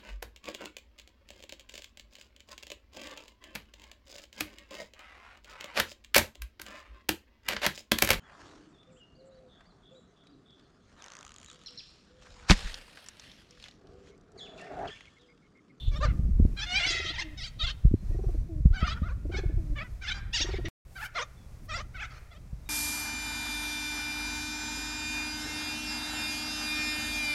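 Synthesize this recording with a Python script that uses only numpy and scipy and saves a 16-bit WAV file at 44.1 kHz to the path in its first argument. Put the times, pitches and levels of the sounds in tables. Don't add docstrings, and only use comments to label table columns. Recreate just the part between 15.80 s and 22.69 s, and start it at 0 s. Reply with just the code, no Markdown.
import sys
import numpy as np
from scipy import signal
from scipy.fft import rfft, irfft, next_fast_len
from scipy.io import wavfile
from scipy.ndimage import uniform_filter1d

SR = 44100
rng = np.random.default_rng(int(sys.argv[2]) if len(sys.argv) > 2 else 0)


def waveform_to_disk(signal):
    frames = np.transpose(np.atleast_2d(signal))
    scaled = np.clip(frames, -1, 1) * 32767
    samples = np.round(scaled).astype(np.int16)
    wavfile.write(sys.argv[1], SR, samples)


def level_to_linear(level):
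    exponent = np.asarray(level, float) / 20
    return 10 ** exponent


N = 303849
T = np.arange(N) / SR


def unit(x):
    return x / np.sqrt(np.mean(x ** 2) + 1e-18)


def shaped(x, gain):
    size = next_fast_len(len(x))
    f = np.fft.rfftfreq(size, 1 / SR) + 1e-3
    return irfft(rfft(x, size) * gain(f), size)[:len(x)]


def shaped_noise(n, gain):
    return shaped(rng.standard_normal(n), gain)


def ring(f, hz, width):
    return 1j * f * width / (hz ** 2 - f ** 2 + 1j * f * width)


def walk(n, rate):
    k = max(int(SR / rate), 1)
    return unit(uniform_filter1d(uniform_filter1d(rng.standard_normal(n), k), k))


def glide(t, s, v):
    place = np.interp(t, s, np.arange(len(s)))
    k = np.minimum(place.astype(int), len(s) - 2)
    return v[k] + (v[k + 1] - v[k]) * (1 - np.cos(np.pi * (place - k))) / 2


def add(out, s, x):
    i = int(s * SR)
    out[i:i + len(x)] += x[:N - i]


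def air():
    # hz, level_db
    park_spectrum = [(190, -20.5), (330, -5.5), (605, -4.5), (874, -9), (1220, -10.5), (1320, -12.5),
                     (2590, -14.5), (2850, -20), (5750, -18), (15000, -28)]
    hz, db = np.transpose(park_spectrum)
    park = unit(shaped_noise(N, lambda f: level_to_linear(np.interp(np.log(f), np.log(hz), db))))
    drone = unit(shaped_noise(N, lambda f: abs(ring(f, 122, 9.6)) ** 2))
    return level_to_linear(-64 + 1.3 * walk(N, 8.5)) * park + level_to_linear(-58) * drone


def wings():
    # peak_s, peak_db, swell_db_per_s, fade_db_per_s
    passes = [
        (5.26, -50, 126.5, 900),
        (5.86, -62.5, 320, 1200),
    ]
    rush = unit(shaped_noise(N, lambda f: abs(ring(f, 9000, 14000))))
    level = 0
    for s, db, swell, fade in passes:
        level = level + level_to_linear(db - np.where(T < s, swell * (s - T), fade * (T - s)))
    return level * rush


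def gusts():
    # time_s, level_db
    gust_course = [(0.0, -37.5), (0.56, -31), (0.69, -32), (0.86, -45.5), (2.11, -45.5), (2.23, -39),
                   (2.76, -38), (3.1, -38.5), (3.83, -36), (4.2, -45), (4.72, -38), (4.88, -35),
                   (5.06, -47.5), (5.324, -56), (5.972, -45), (6.394, -51), (6.604, -51), (6.89, -47)]
    gust_db = np.interp(T, *np.transpose(gust_course))
    deep = shaped_noise(N, lambda f: abs(ring(f, 43.4, 49)) / (1 + (f / 110) ** 3))
    upper = shaped_noise(N, lambda f: abs(ring(f, 138.7, 200)) ** 2 / (1 + (f / 350) ** 2))
    deep = unit(deep * level_to_linear(1.3 * walk(N, 36)))
    upper = unit(upper * level_to_linear(4.5 * walk(N, 40)))
    return level_to_linear(gust_db + 3.5) * deep + level_to_linear(0.98 * gust_db - 11.0) * upper


def slaps():
    # peak_s, peak_db, pitch_hz
    eddies = [(0.082, -18.5, 77.3), (0.192, -26, 136), (0.255, -20, 91.7), (0.287, -18, 107.5),
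              (0.313, -25.5, 87), (0.396, -19.5, 137), (0.516, -21, 47), (0.6, -13.5, 164),
              (0.626, -14.5, 82), (0.651, -15.5, 192.5), (1.84, -23.5, 70), (2.053, -9, 111),
              (2.077, -19.5, 51), (2.114, -22, 163), (2.141, -14.5, 216.5), (2.301, -22.5, 75),
              (2.354, -26.5, 87.2), (2.471, -19.5, 86.6), (2.586, -24.5, 68), (2.763, -23, 92.7),
              (2.807, -23, 109), (2.858, -8, 128.2), (2.911, -16, 68.3), (3.03, -17, 139),
              (3.221, -21, 152), (3.662, -19, 94.6), (3.744, -23, 92.3), (3.772, -21, 83.2),
              (3.902, -26, 87.6), (6.732, -29.5, 122.7)]
    out = np.zeros(N)
    signs = rng.choice([-1, 1], len(eddies))
    for (s, db, hz), sign in zip(eddies, signs):
        turns = np.arange(-2, 5, hz / SR)
        width = np.where(turns < 0, .4, .6)
        snap = np.sin(2 * np.pi * turns) * np.exp(-(abs(turns) / width) ** 1.89)
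        heave = np.sin(2 * np.pi * 0.435 * turns) * np.exp(-((turns - .6) / 2.84) ** 2)
        flutter = unit(shaped_noise(len(turns), lambda f: abs(ring(f, 318, 356)) ** 4))
        flutter = flutter * np.exp(-(turns / 0.84) ** 2)
        flutter_gain = level_to_linear(-23) * (hz / 150) ** 2
        slap = snap + level_to_linear(-4.) * heave + flutter_gain * flutter
        fade = signal.windows.hann(len(turns)) ** .5
        add(out, s - 2 / hz, 1.24 * sign * level_to_linear(db) * slap * fade)
    return out


def piping():
    # start_s, end_s, start_hz, end_hz, level_db
    pipes = [
        (2.25, 2.38, 1900, 1890, -68),
        (1.9, 2.8, 4050, 4300, -80),
        (2.1, 2.8, 5700, 5950, -79),
        (5.55, 5.67, 3550, 3350, -72),
        (6.85, 6.89, 3750, 3750, -66),
    ]
    # start_s, end_s, start_hz, end_hz, level_db
    chirrs = [
        (-.04, .13, 3550, 3500, -52),
        (.14, .22, 3600, 3600, -58),
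        (.08, .095, 6900, 6900, -66),
    ]
    out = np.zeros(N)
    # smear_hz, gain_db
    for notes, smear_hz, gain_db in ((pipes, 40, 0), (chirrs, 300, 0), (chirrs, 1500, -2)):
        for s0, s1, hz0, hz1, db in notes:
            n = int((s1 - s0) * SR)
            carrier = np.exp(2j * np.pi * np.cumsum(np.linspace(hz0, hz1, n)) / SR)
            tone = np.real(carrier * (walk(n, smear_hz) + 1j * walk(n, smear_hz)))
            note = level_to_linear(db + gain_db) * tone * signal.windows.tukey(n, .6)
            missed = int(max(-s0, 0) * SR)
            add(out, max(s0, 0), note[missed:])
    return out


def dove():
    # delay_s, level_db under the peak, pitch_hz
    roll = [
        (0, -4, 300),
        (0.041, -1.5, 342.5),
        (.085, -1, 376.5),
        (.133, 0.9, 387.6),
        (.182, -1, 355),
        (.24, -4, 313.5),
    ]
    # start_s, peak_db, held_delay_s, held_length_s, held_level_db
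    phrases = [
        (1.064, -41, 0.34, 0.15, -53),
        (2.306, -37.5, 0.38, 0.12, -48),
        (3.454, -36, .318, 0.175, -47),
        (4.605, -35, .251, .051, -40.5),
    ]
    octave, rasp_gain = level_to_linear(-15.0), level_to_linear(-10.5)
    out, t = np.zeros(N), np.arange(0, .05, 1 / SR)
    puff = (t / 0.0065) ** 2 * np.exp(2 - 2 * t / 0.0078)
    for s, peak_db, wait, length, held_db in phrases:
        for delay, db, hz in roll:
            phase = 2 * np.pi * hz * t
            rasp = unit(shaped_noise(len(t), lambda f: abs(ring(f, 420, 210)) ** 2))
            coo = np.sin(phase) + octave * np.sin(2 * phase) + rasp_gain * rasp
            add(out, s + delay - .004, level_to_linear(peak_db + db) * puff * coo)
        u = np.clip(T - s - wait, 0, length)
        held_hz = 322.4 + 50 * np.exp(-u / 0.017) - 185 * u
        phase = 2 * np.pi * np.cumsum(held_hz) / SR
        gate = np.clip(np.minimum(u, length - u) / 0.0091, 0, 1) * level_to_linear(3.8 * walk(N, 40))
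        out += np.sqrt(2) * gate * level_to_linear(held_db) * (np.sin(phase) + octave * np.sin(2 * phase))
    return out


def trees(x, first_s=0.035, t60_s=0.66):
    t = np.arange(0, .6, 1 / SR)
    decay = np.exp(-np.log(1000) * t / t60_s)
    tail = rng.standard_normal(len(t)) * decay * np.clip(t / first_s, 0, 1) ** 2
    tail = shaped(tail, lambda f: abs(ring(f, 1500, 2500)) ** 2)
    return signal.fftconvolve(x, tail / np.sqrt(np.sum(tail ** 2)))[:N]


def ground(x, spread_s=.014, bounce_db=-11.):
    t = np.arange(0, .04, 1 / SR)
    sparse = rng.random(len(t)) < .01
    scatter = rng.standard_normal(len(t)) * sparse * np.exp(-t / spread_s)
    return x + level_to_linear(bounce_db) * signal.fftconvolve(x, scatter / np.sqrt(np.sum(scatter ** 2)))[:N]


def contours():
    shapes = { "double": [(0, -.35, -32.5), (.23, .45, -8), (.47, 0, -4), (.82, 0.91, -2), (1, .48, -8)],
              "triple": [(0, .3, -33.5), (.15, .58, -10), (.38, 0.047, -11), (.63, 1, -.5),
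              (.78, .18, -6.5), (.88, .55, -4), (1, 0.28, -27.5)], "plunge": [(0, 0.4, -20.5),
              (.24, 1, 1.5), (.59, 0, -3), (.83, .6, 0), (1, .48, -36.5)], "scoop": [(0, .4, 1.5),
              (.23, 0, 0), (.74, 1, 0), (1, .8, -28.5)], "arch": [(0, 0.0074, -11), (.38, 0.87, -2.5),
              (1, 0.17, -9)], "held": [(0, 0.87, -1), (.3, .95, -1.5), (.85, .7, -4), (1, 0.059, -5)], }
    warbles = { "double": [(.105, 0.082, 554, 623, -43, "low"), (.758, 0.093, 776, 879, -32, "open"),
               (1.249, .076, 625, 706, -32.5, "above"), (1.785, 0.079, 609, 708, -28, "above"),
               (2.995, 0.076, 630, 731, -32, "aside"), (3.508, 0.094, 728, 883, -36, "chest"),
               (5.878, .101, 602.4, 708, -32.5, "level")],
               "triple": [(1.328, 0.11, 764, 1056, -31.5, "gaping"), (4.208, 0.13, 672, 882, -30, "open"),
               (5.148, 0.13, 660, 880, -34, "leaving"), (6.133, 0.14, 620, 863, -35.5, "leaving")], }
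    simple_calls = { "plunge": [(6.501, .088, 591, 696, -57, "low"), (4.701, .091, 500, 636, -44, "leafy"),
                    (5.341, .104, 467, 712, -32.5, "close"), (6.291, .106, 561, 656, -53.5, "hidden")],
                    "scoop": [(.997, 0.098, 688, 763, -30, "gaping"),
                    (1.868, 0.058, 517, 621, -35, "above"), (3.066, 0.083, 596.5, 661.4, -36.5, "sharp"),
                    (3.148, 0.046, 441, 485, -47, "away"), (5.974, 0.052, 523, 622, -40, "low")],
                    "arch": [(.272, 0.049, 635, 738, -40.5, "aside"),
                    (4.645, 0.069, 906, 952, -41, "hidden"), (4.848, 0.031, 912, 981, -34.5, "leafy")],
                    "held": [(1.065, 0.097, 663.3, 685.7, -29, "nasal"),
                    (1.1, 0.18, 596, 647, -34, "nasal"), (4.04, 0.034, 466, 501, -46.5, "sinking"),
                    (4.34, 0.059, 770, 805, -42.5, "hidden")], }
    # posture, then rows of time_s, pitch_hz, level_db
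    screeches = [ ("tucked", [(0.208, 526.5, -38), (0.24, 611.7, -28), (0.268, 497, -35.5)]),
                 ("gaping", [(0.852, 655.4, -61), (0.87, 713, -39.5), (0.92, 721.7, -32.5),
                 (0.99, 810, -26.5), (1.005, 790, -34.5)]), ("toward", [(4.522, 785, -64.5),
                 (4.547, 959, -25.5), (4.594, 641, -33), (4.622, 952, -26.5), (4.645, 776, -38.5)]),
                 ("toward", [(1.568, 747, -72), (1.583, 752, -44), (1.62, 635, -41.5), (1.655, 808, -39.5),
                 (1.678, 633, -43.5), (1.705, 676, -82)]), ("away", [(3.226, 599, -47), (3.272, 715, -46),
                 (3.3, 473, -48.5), (3.325, 570, -49.5), (3.338, 540, -77)]),
                 ("aside", [(3.948, 510.4, -77), (3.968, 597.7, -43.5), (3.995, 559, -38.5),
                 (4.03, 657, -39), (4.043, 600, -70)]), ("chest", [(2.922, 652, -59), (2.955, 794, -41),
                 (2.975, 742.4, -42.5), (3.015, 781, -37.5)]), ]
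    for kind, calls in {**warbles, **simple_calls}.items():
        for s, length, low_hz, top_hz, db, posture in calls:
            rows = []
            for share, place, under_db in shapes[kind]:
                rows.append((s + length * share, low_hz + (top_hz - low_hz) * place, db + under_db))
            yield kind, posture, rows
    for posture, rows in screeches:
        yield "screech", posture, rows


def squawk(rows, facing_db, hoarse, beak_db, patchy_db=3.5, top_hz=7600):
    # centre_hz, width_hz
    throat_rings = [(680, 1040), (1350, 594), (2100, 1040), (3400, 1540), (5200, 4040)]
    s, hz, db = np.transpose(rows)
    t = np.arange(s[0] - .006, s[-1] + .012, 1 / SR)
    hoarse = np.clip(hoarse + 0.45 * np.exp((np.minimum(t, s[-1]) - s[-1]) / 0.0074), 0, 1)
    pitch = glide(t, s, hz) * (1 + .011 * (.15 + hoarse) * walk(len(t), 350))
    phase = 2 * np.pi * np.cumsum(pitch) / SR
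    opening_db = beak_db * np.linspace(-.5, .5, len(t))
    tone = 0
    for k in range(1, 21):
        flicker_db = patchy_db * (k / 3) ** .4 * walk(len(t), 55)
        flicker_db = flicker_db + 6 * (.2 + hoarse) * walk(len(t), 300)
        tone = tone + level_to_linear(flicker_db + opening_db * np.log2(k / 3)) * np.cos(k * phase + .6 * k * k)
    hiss = rng.standard_normal(len(t)) * (1 + np.cos(phase))
    source = (1 - .8 * hoarse) * tone / 3.5 + (.11 + .75 * hoarse) * hiss

    def throat(f):
        passed = sum(level_to_linear(g) * abs(ring(f, c, w)) ** 3 for g, (c, w) in zip(facing_db, throat_rings))
        return passed * (.12 + 1 / (1 + (f / top_hz) ** 8))

    voice = unit(shaped(source, throat))
    edges = np.clip((t - t[0]) / 0.013, 0, 1) * np.clip((t[-1] - t) / 0.021, 0, 1)
    return voice * glide(t, s, level_to_linear(db / 2)) ** 2 * edges, t[0]


def parrots():
    facing = {"toward": (-12.5, -7, -0.5, 4.5, 0), "open": (-20, 6.5, 4.5, -0.5, -8),
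              "low": (0, -1, -4.5, -5.5, -13.5), "nasal": (-12.5, -18.5, 5.5, -1, -6),
              "sharp": (-4.5, 9.5, 3, 5, -11.5), "aside": (-8, 1.5, 1.5, -11.5, -31),
              "away": (-4, 4, -18, -20, -30), "chest": (-6, 5.5, -2, -5.5, -14.5),
              "gaping": (0.5, -13, 11, 5, -5), "above": (-4.5, 2.8, -2, 14, -8.5),
              "close": (0, 3, -2, -8.5, -13.5), "hidden": (-3.5, 6.5, 2.5, -12, -5),
              "leafy": (-27, -5.5, 5.5, -1, -14.5), "tucked": (-4.5, 1, -29, -19, -27),
              "level": (-4.5, 4.5, 1, -8.5, -9.5), "sinking": (-16, 8, 4.5, -36, -41),
              "leaving": (-8, 10, 5.5, -9, -13)}
    beak_echo = {"toward": (.7, -23.5), "open": (4.9, -25), "low": (1.5, -51), "nasal": (-4, -12),
                 "sharp": (-5, -26.5), "aside": (-0.94, -35), "away": (-1.5, -28), "chest": (6.2, -20.5),
                 "gaping": (1.5, -25), "above": (-1.5, -31.5), "close": (-0.5, -36), "hidden": (-5, -15),
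                 "leafy": (-7, -39), "tucked": (-1.5, -33.5), "level": (4.2, -34), "sinking": (-6, -38.5),
                 "leaving": (3.74, -23.5)}
    kind_hoarse = {"double": .14, "triple": .18, "plunge": .17, "scoop": .36, "arch": .42, "held": .26,
                   "screech": .15}
    posture_hoarse = {"hidden": .5, "leafy": .5, "sinking": .05}
    near, far = np.zeros(N), np.zeros(N)
    for kind, posture, rows in contours():
        beak_db, echo_db = beak_echo[posture]
        hoarse = posture_hoarse.get(posture, kind_hoarse[kind])
        call, s = squawk(rows, facing[posture], hoarse, beak_db)
        add(near, s, call)
        add(far, s, level_to_linear(echo_db) * call)
    return ground(near) + trees(far)


def scene():
    background = air() + wings() + gusts() + slaps()
    return (background + piping() + dove() + parrots())[None]


def low_pass(x):
    return signal.sosfilt(signal.butter(12, 15710, fs=SR, output="sos"), x)


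def record(dry):
    drop_s, resume_s = 4.8852, 5.05
    gate = np.where(T < drop_s, 1, np.clip((T - resume_s) / 0.0011, 0, 1))
    linger = (T >= drop_s) * np.clip((drop_s + 0.016 - T) / 0.013, 0, 1)
    hiss = unit(shaped_noise(N, lambda f: 1 / (1 + f / 2500)))
    return low_pass(dry * gate + level_to_linear(-54.0) * linger * hiss)


dry = scene()
out = record(dry)
waveform_to_disk(out)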